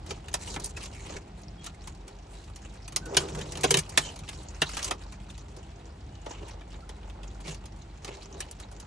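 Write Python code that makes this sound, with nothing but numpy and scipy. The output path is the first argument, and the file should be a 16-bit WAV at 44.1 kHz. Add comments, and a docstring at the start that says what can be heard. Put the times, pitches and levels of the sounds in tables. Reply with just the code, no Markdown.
"""Stalk fibres snap, crackle and rasp under the beaks of two tortoises in a small tiled pen, heard close to.
Snaps are enveloped noise bursts in seven bands with dense pen echoes; crackle and rasp are random impulses.
Squeaks are wavering tones. Shells drag and bump as impulses and decaying sines ring shell and floor modes.
Dull impulses are claws and jaws; sines and filtered noise are a machine humming and rumbling beyond the pen."""
import sys
import numpy as np
from scipy import signal
from scipy.fft import rfft, irfft, next_fast_len
from scipy.io import wavfile
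from scipy.ndimage import uniform_filter1d

SR = 44100
rng = np.random.default_rng(int(sys.argv[2]) if len(sys.argv) > 2 else 0)


def store_wav(level_fs):
    """Save 16-bit WAV to argv[1]."""
    pcm = np.round(np.clip(np.atleast_2d(level_fs), -1, 1) * 32767)
    wavfile.write(sys.argv[1], SR, pcm.T.astype(np.int16))


N = 390726
TIME_S = np.arange(N) / SR

# machine lines: pitch_hz, level_db
HUM_LINES = [(44.1, -50), (50.04, -46), (100.08, -54), (176.16, -66), (200.16, -59.5), (791.5, -69)]
# rumble spectrum: freq_hz, density_db_per_hz
RUMBLE_SPECTRUM = [(20, -15), (34, -21.5), (46, -7.5), (72, 3), (90, -6), (165, -11), (240, -17),
                   (330, -15), (420, -27), (540, -31.5)]
# slow swell of the rumble: time_s, level_db
RUMBLE_SWELL_CURVE = [(0, -0.5), (2.1, -4), (2.8, -3), (3.1, 2), (3.7, -3.5), (4.05, -1.5), (4.5, -2.5),
                      (6.4, -4), (7.5, -3), (8.85, -4.5)]
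# spectrum of the rush of air: freq_hz, density_db_per_hz
AIR_SPECTRUM = [(250, -30), (520, -12), (680, 6.5), (880, 0.5), (1150, -5.5), (2300, -6.5), (4500, -12.5),
                (8300, -19), (9400, -30), (10800, -48)]
# small contacts of claws and jaws: time_s, level_db
FIDGET_CURVE = [(0, -61), (1.1, -59), (1.4, -66.5), (2.9, -63.5), (3.3, -57), (4.4, -57.5), (5.2, -62),
                (6.1, -65.5), (6.4, -59), (7.2, -58), (7.8, -62.5), (8.2, -60.5), (8.85, -59.5)]
# a beak tugs at the stalk: peak_s, build_up_s, release_s, level_db
TUG_EVENTS = [(0.09, .03, .12, -48), (0.19, .03, 0.069, -57), (0.49, .15, .18, -47.5),
              (0.65, .05, 0.061, -50), (0.78, .02, .12, -51.5), (1.13, .27, .06, -52),
              (1.38, .02, .15, -58), (1.67, .08, 0.045, -51), (1.85, .06, .27, -56.5),
              (2.4, .2, .12, -56.5), (2.64, 0.046, 0.034, -56), (2.75, .03, .025, -52.5),
              (3.22, .13, .12, -45), (3.4, .08, .11, -46), (3.68, .3, .2, -46), (3.99, .08, .25, -45),
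              (4.38, .17, .2, -53.5), (4.8, .24, .14, -44), (5.02, .02, .04, -55), (5.4, .25, .5, -58.5),
              (6.32, .05, 0.055, -50.5), (6.5, .07, 0.04, -52.5), (6.72, .03, .05, -53),
              (7.28, .05, .15, -59.5), (7.49, .07, 0.1, -48), (8.07, .05, .15, -51.5),
              (8.41, .12, .2, -55.5), (8.61, 0.086, .07, -53.5), (8.73, 0.035, .1, -56)]
# fibre spectrum: freq_hz, density_db_per_hz
FIBRE_SPECTRUM = [(300, 5.5), (700, 0), (1050, 1), (1450, -2), (1900, 0), (2550, 1), (2930, -0.5),
                  (3400, -1.5), (4400, 1), (5200, -1), (7400, 4), (8600, -3), (9600, -12), (10800, -28.5)]
# a shell is shoved over the floor: peak_s, build_up_s, release_s, scrape_db, shell_ring_db
SHOVE_EVENTS = [(0.13, 0.06, 0.05, -50, -44.5), (0.59, 0.1, 0.083, -44.5, -53),
                (1.18, 0.32, 0.031, -45, -54), (3.13, 0.11, 0.14, -37, -57), (3.24, 0.2, 0.15, -39, -42),
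                (3.37, 0.17, 0.26, -41, -37), (3.6, .4, 0.14, -45.5, -46), (3.78, 0.3, 0.042, -40, -32),
                (4.02, 0.03, .06, -47, -46), (4.22, 0.044, 0.11, -67, -45.5), (4.92, 0.14, 0.092, -41, -64),
                (5.59, 0.097, 0.05, -48, -62), (6.43, 0.14, 0.089, -47, -60), (6.8, 0.3, .3, -59, -60),
                (7.49, 0.076, 0.037, -43.5, -47), (8.11, 0.12, 0.22, -49, -61),
                (8.35, 0.11, 0.19, -45.5, -51), (8.73, 0.06, 0.15, -55, -58)]
# resonances of shell and floor, deepest first: freq_hz, width_hz, level_db
SHELL_MODES = [(152.1, 14, 14.5), (337, 36, 3), (394.4, 43, 7), (479, 31, -3), (695, 500, -14)]
# fibres snapping: start_s, tear_time_ms, level_db, brightness_db (dry and thin > 0, thick and juicy < 0), pitch_hz
SNAP_EVENTS = [(0.062, 0.9, -58.5, 2.5, 950), (0.1051, 1.9, -43.5, -6.5, 5260),
               (0.283, 0.29, -53, 1.5, 2510), (0.329, 0.8, -59, 5, 3200), (0.3394, 0.84, -34.5, 4, 706),
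               (0.4735, 0.9, -52, -2, 3200), (0.5412, 0.26, -54.5, 4.5, 3200),
               (0.56, 1.03, -45.5, -10, 1540), (0.598, 0.74, -56, 6, 5200), (0.637, 1, -64, 12, 5200),
               (0.642, 0.79, -55, 15.5, 5200), (0.658, 0.27, -53, 12.5, 700), (0.767, 2.4, -49, -1.5, 1560),
               (0.834, 1.5, -50.5, -2, 5200), (0.855, 1.5, -53, 0, 4200), (0.947, 1.1, -64, 7, 950),
               (1.096, 0.86, -56, -10, 5200), (1.415, 0.97, -70, 9, 950), (1.6416, 0.65, -56, 7, 700),
               (1.6624, 1.15, -48, 3, 1200), (1.872, 0.94, -51.5, 3, 1200), (2.078, 1.2, -55.5, 3, 700),
               (2.5588, 0.6, -57, 0, 6500), (2.878, 0.4, -52.5, 5.5, 1550), (2.922, 0.46, -54.5, 3, 1200),
               (2.9608, 0.41, -36, 2, 5800), (3.055, 1.5, -54, 5, 1200), (3.145, 0.41, -45, -9, 5200),
               (3.1669, 1.47, -25.5, 0.5, 4080), (3.285, 0.66, -53, -9, 5170), (3.348, 1, -50, -0.5, 950),
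               (3.386, 0.9, -52, -1, 4200), (3.4123, 0.51, -48.5, 0, 3200),
               (3.5205, 0.26, -52.5, 7.5, 4200), (3.553, 0.72, -50.5, 0, 3200), (3.5716, 0.39, -46, 2, 450),
               (3.609, 0.6, -56.5, 6, 6500), (3.633, 1, -39, 5, 2500), (3.637, 2.04, -29, -8, 6740),
               (3.68, 0.57, -52, -10, 3190), (3.691, 0.7, -63, -6, 7000), (3.705, 1.5, -28, 5, 454),
               (3.7405, 0.6, -29, 1, 3000), (3.77, 0.45, -36, 7.5, 2500), (3.784, 2.8, -40, 10, 1986),
               (3.891, 1.9, -56.5, 8, 5200), (3.9742, 0.6, -24.5, 2.5, 2300), (4.159, 0.34, -57, 0, 5200),
               (4.1899, 0.23, -54.5, 3, 700), (4.277, 1.5, -57, -4, 2600), (4.286, 2, -48, 4, 2700),
               (4.326, 1, -59, -7, 1400), (4.617, 0.95, -29.5, -2.5, 2420), (4.69, 0.88, -48.5, 1, 1200),
               (4.746, 0.6, -53, 5, 3200), (4.7682, 0.69, -39.5, 1.5, 950), (4.79, 0.94, -45.5, 0, 2000),
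               (4.828, 0.29, -44.5, 1, 5200), (4.843, 1, -45.5, 7, 5230), (4.876, 0.8, -64, 1, 2500),
               (4.9088, 0.73, -35, -2, 940), (5.021, 0.59, -60, -1, 950), (5.122, 0.44, -56, 1, 1200),
               (5.3008, 0.68, -60.5, 4, 3200), (5.378, 0.3, -60, -0.5, 5200), (5.564, 0.74, -63.5, 3, 5230),
               (6.2604, 1.6, -49.5, -9, 604), (6.305, 1.6, -55, -10, 620), (6.425, 2, -62.5, -11, 650),
               (6.482, 1.2, -60.5, 5, 2000), (6.609, 0.71, -59.5, -9, 1580), (6.741, 1.3, -64, -10, 2500),
               (6.891, 0.79, -51.5, -1.5, 450), (7.03, 0.48, -67, -8, 3200), (7.0976, 0.25, -61, -3, 3230),
               (7.231, 0.93, -57.5, -2.5, 3540), (7.405, 0.46, -61.5, 2, 700),
               (7.4764, 1.8, -51.5, -2, 4200), (7.544, 0.8, -56, -1, 5200), (7.655, 0.91, -59.5, 2, 5170),
               (8.045, 1.06, -49, -3, 5270), (8.078, 0.35, -53.5, -6, 4200), (8.4035, 0.46, -45, 6.5, 2000),
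               (8.511, 0.2, -58.5, 11.5, 700), (8.599, 0.36, -54.5, 3, 950), (8.7135, 0.6, -70, 10, 4120),
               (8.7994, 0.58, -59.5, 7.5, 4200)]
# snap bands, thud to crispness: low_hz, high_hz, onset_lag_ms, t60_s, level_db, tilt_db_per_brightness_db
SNAP_REGISTERS = [(278, 520, 1.42, 0.049, -8, -1.37), (567, 870, 0.79, 0.083, -8.5, -0.94),
                  (955, 1466, 0.32, 0.094, -7, -0.37), (1620, 2470, 0.29, 0.067, -5, -0.28),
                  (2470, 3970, 0.2, .065, -3, -0.15), (4180, 6900, 0.14, 0.069, -3, .5),
                  (5780, 9150, 0.021, 0.046, -4, 1.054)]
# body lurches and shell bumps as a stalk gives: start_s, shell_ring_db, floor_knock_db
JOLT_EVENTS = [(0.1039, -45, -36.5), (0.337, -39, -64), (0.5627, -34, -41), (2.9611, -45, -66),
               (3.167, -24, -29.5), (3.378, -41, -31.5), (3.639, -24, -24), (3.711, -22.5, -22),
               (3.74, -20.5, -25), (3.771, -26.5, -41), (3.9749, -30, -38.5), (4.614, -25.5, -39),
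               (7.231, -37, -54), (7.48, -27.5, -41), (8.043, -41, -48)]
# floor knock: freq_hz, t60_s, level_db
KNOCK_MODES = [(320, .06, -10.5), (390.2, 0.12, 2), (465.6, 0.086, 0.5), (525, 0.061, -7)]
# strips peeling: start_s, length_s, level_db, swell_db (start to end), brightness_db
PEEL_EVENTS = [(0.38, 0.2, -49.5, 1, 6), (0.603, .12, -53.5, 1, 2), (0.761, 0.11, -50, 7, -1),
               (.92, 0.28, -52.5, 6, -8), (2.285, 0.19, -63.5, 9, 3), (3.193, 0.41, -54.5, -7, -4.5),
               (3.652, 0.154, -47.5, 14, -3.5), (3.98, 0.15, -48, -17, -4), (4.247, 0.22, -61.5, 11, 4),
               (4.652, 0.25, -47, 15, -1), (6.278, 0.26, -60.5, 2, -13), (7.44, .12, -50, -5, -6),
               (8.065, 0.13, -58, -13, -15)]
# taut fibres squeaking on a beak: start_s, length_s, pitch_hz, level_db (before gain_db)
SQUEAK_EVENTS = [(0.762, 0.022, 2550, -44.5), (1.576, 0.069, 3240, -60), (3.008, 0.1, 1504, -51.5),
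                 (4.006, 0.11, 3090, -47), (5.298, 0.01, 3550, -49.5), (6.008, 0.65, 2910, -71),
                 (6.822, 0.023, 1360, -55)]
# resonances of the pen and the things in it: freq_hz, width_hz, level_db
PEN_MODES = [(378, 11, -10.5), (930, 99, -9.5), (1755, 59, -11.5), (2560, 31, -18), (2920, 185, -8.5),
             (5990, 80, -10)]
# side against mid, scattered sound: freq_hz, level_db
SCATTER_CURVE = [(60, -31), (170, -21), (350, -15), (520, -5), (700, -3.5), (1200, -3.5), (2000, -7.5),
                 (3000, -1.5), (4200, -1), (6300, -4.5), (9000, 2), (11000, 13)]
# side against mid, sound reaching the right port first: freq_hz, level_db
LEAD_CURVE = [(100, -62), (450, -7), (800, 0.5), (2000, -18.5), (4500, -14), (6500, -29.5), (8500, 4),
              (11000, 18)]
# side against mid, in step, animals nearer the right port: freq_hz, level_db
RIGHTWARD_CURVE = [(200, -65), (400, -30), (600, -22.5), (850, -24.5), (1150, -12), (1800, -33),
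                   (4000, -40.5)]

TUG_SWELL_DB, SHOVE_SWELL_DB = 12, 22.5  # rise over the build-up, fall over the release
CHEW_DB, SHUFFLE_DB = -67, -61.5  # quiet chewing and shifting feet between efforts
RESTLESS_DB, RESTLESS_PER_S = 3, 7  # waver of that quiet activity
JERK_DB, JERKS_PER_S = 1.0, 30  # catch and slip of an effort
RING_DB, RING_OCTAVES = 7, 0.4  # lift around each fibre's own pitch
EARLY_DB, EARLY_S = 3.5, 0.03  # unevenness of the first reflections and its decay
PEEL_EDGE_S, PEEL_SPLIT_HZ = 0.017, 3800  # fade in and out; brightness pivot
TOP_HZ = 11800


def undb(db):
    """Decibels to gain."""
    return 10 ** (np.asarray(db) / 20)


def unit(x):
    """Scale to rms 1."""
    return x / np.sqrt(np.mean(x ** 2) + 1e-20)


def colour(x, points, turn=1):
    """Filter by a (freq_hz, level_db) curve; a complex turn also shifts the phase."""
    curve_hz, curve_db = np.transpose(points)
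    size = next_fast_len(N + 4096)
    bin_hz = np.maximum(np.arange(size // 2 + 1) * SR / size, 1)
    gain = undb(np.interp(np.log(bin_hz), np.log(curve_hz), curve_db))
    return irfft(rfft(x, size) * turn * gain, size)[..., :N]


def band(x, low_hz, high_hz, order=2):
    """Causal band-pass."""
    edges_hz = [low_hz, min(high_hz, SR / 2 - 1)]
    return signal.sosfilt(signal.butter(order, edges_hz, "band", fs=SR, output="sos"), x)


def walk(changes_per_s):
    """Smooth random curve of rms 1."""
    step = max(int(SR / changes_per_s), 2)
    held = np.repeat(rng.standard_normal(N // step + 1), step)
    return unit(uniform_filter1d(held, step)[:N])


def grains(rate_per_s, spread_db):
    """Random impulses: many small, a few large."""
    chance = rng.random(N) * SR / rate_per_s
    hit = chance < 1
    sizes = undb(spread_db * np.minimum(-np.log(chance[hit]), np.pi))
    out = np.zeros(N)
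    out[hit] = sizes * (-1) ** np.flatnonzero(hit)  # sign by odd or even sample
    return unit(out / np.sqrt(rate_per_s))


def echoes(t60_s, direct):
    """Mid and side response: direct sound, then dense reflections dying away."""
    t = TIME_S[:int(t60_s * SR)]
    response = rng.standard_normal((2, len(t))) * np.exp(-np.log(1000) * t / t60_s)
    response *= undb(EARLY_DB * np.exp(-t / EARLY_S) * rng.standard_normal(response.shape))
    response /= np.sqrt(np.sum(response ** 2) / 2)
    response[0, 0] += direct
    return response / np.sqrt(1 + direct ** 2)


def in_pen(x, t60_s, direct):
    """A sound with its reflections, as mid and side."""
    return signal.oaconvolve(x[None], echoes(t60_s, direct), axes=1)[:, :len(x)]


def effort(rows, swell_db, rest_db):
    """Level in dB over time: efforts build jerkily and let go above a restless quiet activity."""
    t = TIME_S[::64]
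    power = undb(rest_db + RESTLESS_DB * walk(RESTLESS_PER_S)[::64]) ** 2
    for peak_s, build_s, release_s, level_db in rows:
        building = (peak_s - t) / max(build_s, .005)
        releasing = (t - peak_s) / max(release_s, .005)
        away = np.minimum(np.maximum(building, releasing), 10)
        power = power + undb(level_db - swell_db * away) ** 2
    return np.interp(TIME_S, t, 10 * np.log10(power)) + JERK_DB * walk(JERKS_PER_S)


def machine(rumble_db=-44.0, air_db=-60, waver_db=2.5):
    """Mains hum and a motor's lines, wavering sines, over uneven rumble and a soft rush of air."""
    hum = 0
    for pitch_hz, level_db in HUM_LINES:
        phase = 2 * np.pi * (pitch_hz * TIME_S + rng.random()) + 0.22 * walk(0.72)
        hum = hum + undb(level_db + waver_db * walk(2.4)) * np.sin(phase)
    surge_db = 1.2 * walk(7) + np.interp(TIME_S, *np.transpose(RUMBLE_SWELL_CURVE))
    rumble = band(colour(rng.standard_normal((2, N)), RUMBLE_SPECTRUM), 36.4, 530, order=3)
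    rumble = unit(rumble) * undb(rumble_db + surge_db)
    air = unit(colour(rng.standard_normal((2, N)), AIR_SPECTRUM)) * undb(air_db + 0.78 * walk(3.6))
    return rumble + air + hum * np.array([[1], [0]])  # hum in mid only


def fidget(rate_per_s=40, spread_db=3.5, side_db=-4):
    """Claws and jaws nudge scraps on the floor: soft, dull contacts in three places."""
    contacts = sum(in_pen(grains(rate_per_s, spread_db), t60_s=.07, direct=0.33) for _ in range(3))
    level_db = np.interp(TIME_S, *np.transpose(FIDGET_CURVE))
    return unit(band(contacts, 372, 1060)) * undb(level_db) * undb([[0], [side_db]])


def pings(impulses, low_hz, high_hz, decay_cycles):
    """Every impulse rings for a few cycles at a pitch of its own."""
    at = np.flatnonzero(impulses)[:, None]
    n = np.arange(SR // 100)
    pitch_hz = low_hz * (high_hz / low_hz) ** rng.random(at.shape)
    turns = pitch_hz * n / SR
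    rings = impulses[at] * pitch_hz * np.exp(-turns / decay_cycles) * np.sin(2 * np.pi * turns)
    return unit(np.bincount((at + n).ravel(), rings.ravel(), N)[:N])


def crackle(rate_per_s=65, spread_db=4.0, side_db=-1, ping_db=-4, decay_cycles=1.8):
    """Strands part one by one, more often the harder they are pulled; each ticks and rings briefly."""
    pull_db = effort(TUG_EVENTS, TUG_SWELL_DB, CHEW_DB)
    busy_per_s = rate_per_s * undb(0.89 * (pull_db - np.mean(pull_db)))
    sound = 0
    for _ in range(4):  # four places, each with its own reflections
        strands = grains(busy_per_s, spread_db)
        ticks = strands + undb(ping_db) * pings(strands, 800, 7300, decay_cycles)
        sound = sound + in_pen(ticks, t60_s=0.07, direct=0.65)
    return unit(colour(sound, FIBRE_SPECTRUM)) * undb(pull_db) * undb([[0], [side_db]])


def sustain(x, grip):
    """Friction keeps feeding a resonance, which evens out its swells; grip 0-1."""
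    power = uniform_filter1d(unit(x) ** 2, SR // 50, axis=-1)
    return unit(x / np.maximum(power, 1e-6) ** (grip / 2))


def drag(side_db=-4, rate_per_s=2500, spread_db=1, ring_rest_db=-62):
    """Stick-slip knocks ring shell and floor; the deepest mode sounds as the shell bears the weight."""
    rows = np.array(SHOVE_EVENTS)
    scrape_rows, ring_rows = rows[:, :-1], np.delete(rows, -2, axis=1)
    slips = np.array([grains(rate_per_s, spread_db), grains(rate_per_s, spread_db)])
    deep, *upper = [undb(db) * band(slips, hz - width_hz / 2, hz + width_hz / 2, order=1)
                    for hz, width_hz, db in SHELL_MODES]
    upper = sustain(band(sum(upper), 283, 1310), grip=.45)
    upper = upper * undb(effort(scrape_rows, SHOVE_SWELL_DB, SHUFFLE_DB))
    deep = sustain(band(deep, 128, 205), grip=0.87)
    deep = deep * undb(effort(ring_rows, SHOVE_SWELL_DB, ring_rest_db))
    return (upper + deep) * undb([[0], [side_db]])


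def register_levels():
    """Snap level per register: brightness tips thud against crispness; the fibre's own pitch stands out."""
    _, _, level_db, bright_db, pitch_hz = np.transpose(SNAP_EVENTS)
    levels = []
    for low_hz, high_hz, _, _, register_db, tilt in SNAP_REGISTERS:
        octaves = np.log2(np.sqrt(low_hz * high_hz) / pitch_hz)
        lift_db = RING_DB * np.exp(-.5 * (octaves / RING_OCTAVES) ** 2)
        levels.append(level_db + register_db + tilt * bright_db + lift_db)
    return levels


def even(x, width_hz):
    """Fill broad spectral holes with a minimum-phase filter, keeping onset and narrow resonances."""
    spectrum = rfft(x)
    size = x.shape[-1]
    power = uniform_filter1d(np.abs(spectrum) ** 2, max(int(width_hz * size / SR), 1))
    cepstrum = irfft(-np.log(np.maximum(power, 1e-12)), size)
    cepstrum[..., size // 2:] = cepstrum[..., :1] = 0  # causal half only
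    return irfft(spectrum * np.exp(rfft(cepstrum)), size)


def snaps(side_db=-3, direct=0.27, tail_db=-22, tail_t60_s=0.18, uneven_db=5):
    """Fibres give way in a run of tiny fractures; low registers start later, each ringing for its t60."""
    t = TIME_S[:SR // 10]
    head = SR // 50  # levels hold for the first 20 ms
    starts_s, tear_ms, *_ = np.transpose(SNAP_EVENTS)
    age = 1000 * t / tear_ms[:, None]
    fractures = rng.standard_normal(age.shape) * undb(uneven_db * rng.standard_normal(age.shape))
    fractures *= age * np.exp(-age)
    out = np.zeros((2, N + SR))
    for (low_hz, high_hz, lag_ms, t60_s, *_), levels_db in zip(SNAP_REGISTERS, register_levels()):
        bursts = even(np.array([in_pen(run, t60_s, direct) for run in fractures]), width_hz=1100)
        rings = band(bursts, low_hz, high_hz, order=3)
        rings /= np.sqrt(np.mean(rings[..., :head] ** 2, axis=2, keepdims=True))
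        for start_s, ring, level_db in zip(starts_s, rings, levels_db):
            i = int((start_s + lag_ms / 1000) * SR)
            out[:, i:i + len(t)] += ring * undb(level_db)
    out = out[:, :N] * undb([[0], [side_db]])
    # the yard beyond the pen answers faintly
    return out + undb(tail_db) * in_pen(out[0], tail_t60_s, 0)


def recoil(gain_db=-1, shell_t60_s=0.15, rise_ms=5, detune=0.018, right_db=-16):
    """Each jolt of the body rings the shell's deepest resonance and knocks it on the floor."""
    t = TIME_S[:SR // 4]
    rise = 1 - np.exp(-1000 * t / rise_ms)

    def ring(hz, t60_s):
        """Decaying sine with a soft onset."""
        return rise * np.exp(-np.log(1000) * t / t60_s) * np.sin(2 * np.pi * hz * t)

    out = np.zeros((2, N + SR))
    for start_s, shell_db, knock_db in JOLT_EVENTS:
        shell_hz = SHELL_MODES[0][0] * (1 + detune * rng.standard_normal())
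        knock = sum(undb(db) * ring(hz, t60_s) * rng.choice([-1, 1]) for hz, t60_s, db in KNOCK_MODES)
        i = int(start_s * SR)
        out[0, i:i + len(t)] += undb(shell_db + gain_db) * ring(shell_hz, shell_t60_s)
        # negative side: the knock leans right
        out[:, i:i + len(t)] += undb(knock_db) * knock * np.array([[1], [-undb(right_db)]])
    return out[:, :N]


def peel(rate_per_s=380, spread_db=5, side_db=-1, catch_db=1.55, catches_per_s=55):
    """Cell walls part in a close run of tiny cracks as a strip peels; the run wavers and ends abruptly."""
    cracks = sum(in_pen(grains(rate_per_s, spread_db), t60_s=0.049, direct=0.57) for _ in range(2))
    cracks = unit(colour(cracks, FIBRE_SPECTRUM))
    dull = signal.sosfiltfilt(signal.butter(2, PEEL_SPLIT_HZ, fs=SR, output="sos"), cracks)
    crisp = cracks - dull
    out = np.zeros((2, N))
    for start_s, length_s, level_db, swell_db, bright_db in PEEL_EVENTS:
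        now = (TIME_S > start_s) & (TIME_S < start_s + length_s)
        t = TIME_S[now] - start_s
        edges = np.minimum(np.minimum(t, length_s - t) / PEEL_EDGE_S, 1)
        envelope = edges * undb(level_db + swell_db * (t / length_s - .5))
        rasp = dull[:, now] * undb(-bright_db / 2) + crisp[:, now] * undb(bright_db / 2)
        out[:, now] += envelope * rasp
    return out * undb(catch_db * walk(catches_per_s)) * undb([[0], [side_db]])


def squeaks(gain_db=-1, waver=0.017, wavers_per_s=240, rough_db=4, side_db=-4):
    """A strand slips through a beak with a brief, thin tone that wavers in pitch and strength."""
    out = np.zeros((2, N))
    bend = 1 + waver * walk(wavers_per_s)
    grip = undb(rough_db * walk(wavers_per_s))
    for start_s, length_s, pitch_hz, level_db in SQUEAK_EVENTS:
        i, n = int(start_s * SR), int(length_s * SR)
        phase = 2 * np.pi * np.cumsum(pitch_hz * bend[i:i + n]) / SR
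        tone = np.array([np.sin(phase), np.cos(phase)]) * grip[i:i + n]
        out[:, i:i + n] += unit(tone * signal.windows.tukey(n)) * undb(level_db + gain_db)
    return out * undb([[0], [side_db]])


def mottle(x, depth_db=3.5, changes_per_s=38, gain_db=-1):
    """Strands of many thicknesses take turns: ten overlapping bands waver independently."""
    size = next_fast_len(N)
    spectrum = rfft(x, size)
    centres_hz = np.geomspace(700, 9000, 10)
    place = np.interp(np.arange(size // 2 + 1) * SR / size, centres_hz, np.arange(len(centres_hz)))
    out = 0
    for k in range(len(centres_hz)):
        part = irfft(spectrum * np.maximum(1 - abs(place - k), 0), size)[:, :N]
        out = out + part * undb(gain_db + depth_db * walk(changes_per_s))
    return out


def resonate(x):
    """Hollows and close walls lift a few narrow pitches."""
    return x + sum(undb(db) * band(x, hz - width_hz / 2, hz + width_hz / 2, order=1)
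                   for hz, width_hz, db in PEN_MODES)


def ports(sound):
    """Two close ports hear the bass alike, the middle louder on the right, the treble out of step."""
    mid, scattered = sound
    lagging = colour(mid, LEAD_CURVE, turn=-1j)  # quarter cycle: left lags right
    side = colour(scattered, SCATTER_CURVE) + lagging - colour(mid, RIGHTWARD_CURVE)
    return np.array([mid + side, mid - side])


def scene():
    """Feeding, body and shell sounds over the machine, from mid and scattered sound to left and right."""
    fibres = resonate(snaps() + mottle(crackle() + peel()))
    return ports(fibres + recoil() + squeaks() + drag() + fidget() + machine())


def record(dry):
    """The handheld phone rounds the sharpest peaks and cuts the top."""
    ceiling = .85
    rounded = ceiling * np.tanh(dry / ceiling)
    return signal.sosfilt(signal.ellip(8, .2, 70, TOP_HZ, fs=SR, output="sos"), rounded)


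dry = scene()
out = record(dry)
store_wav(out)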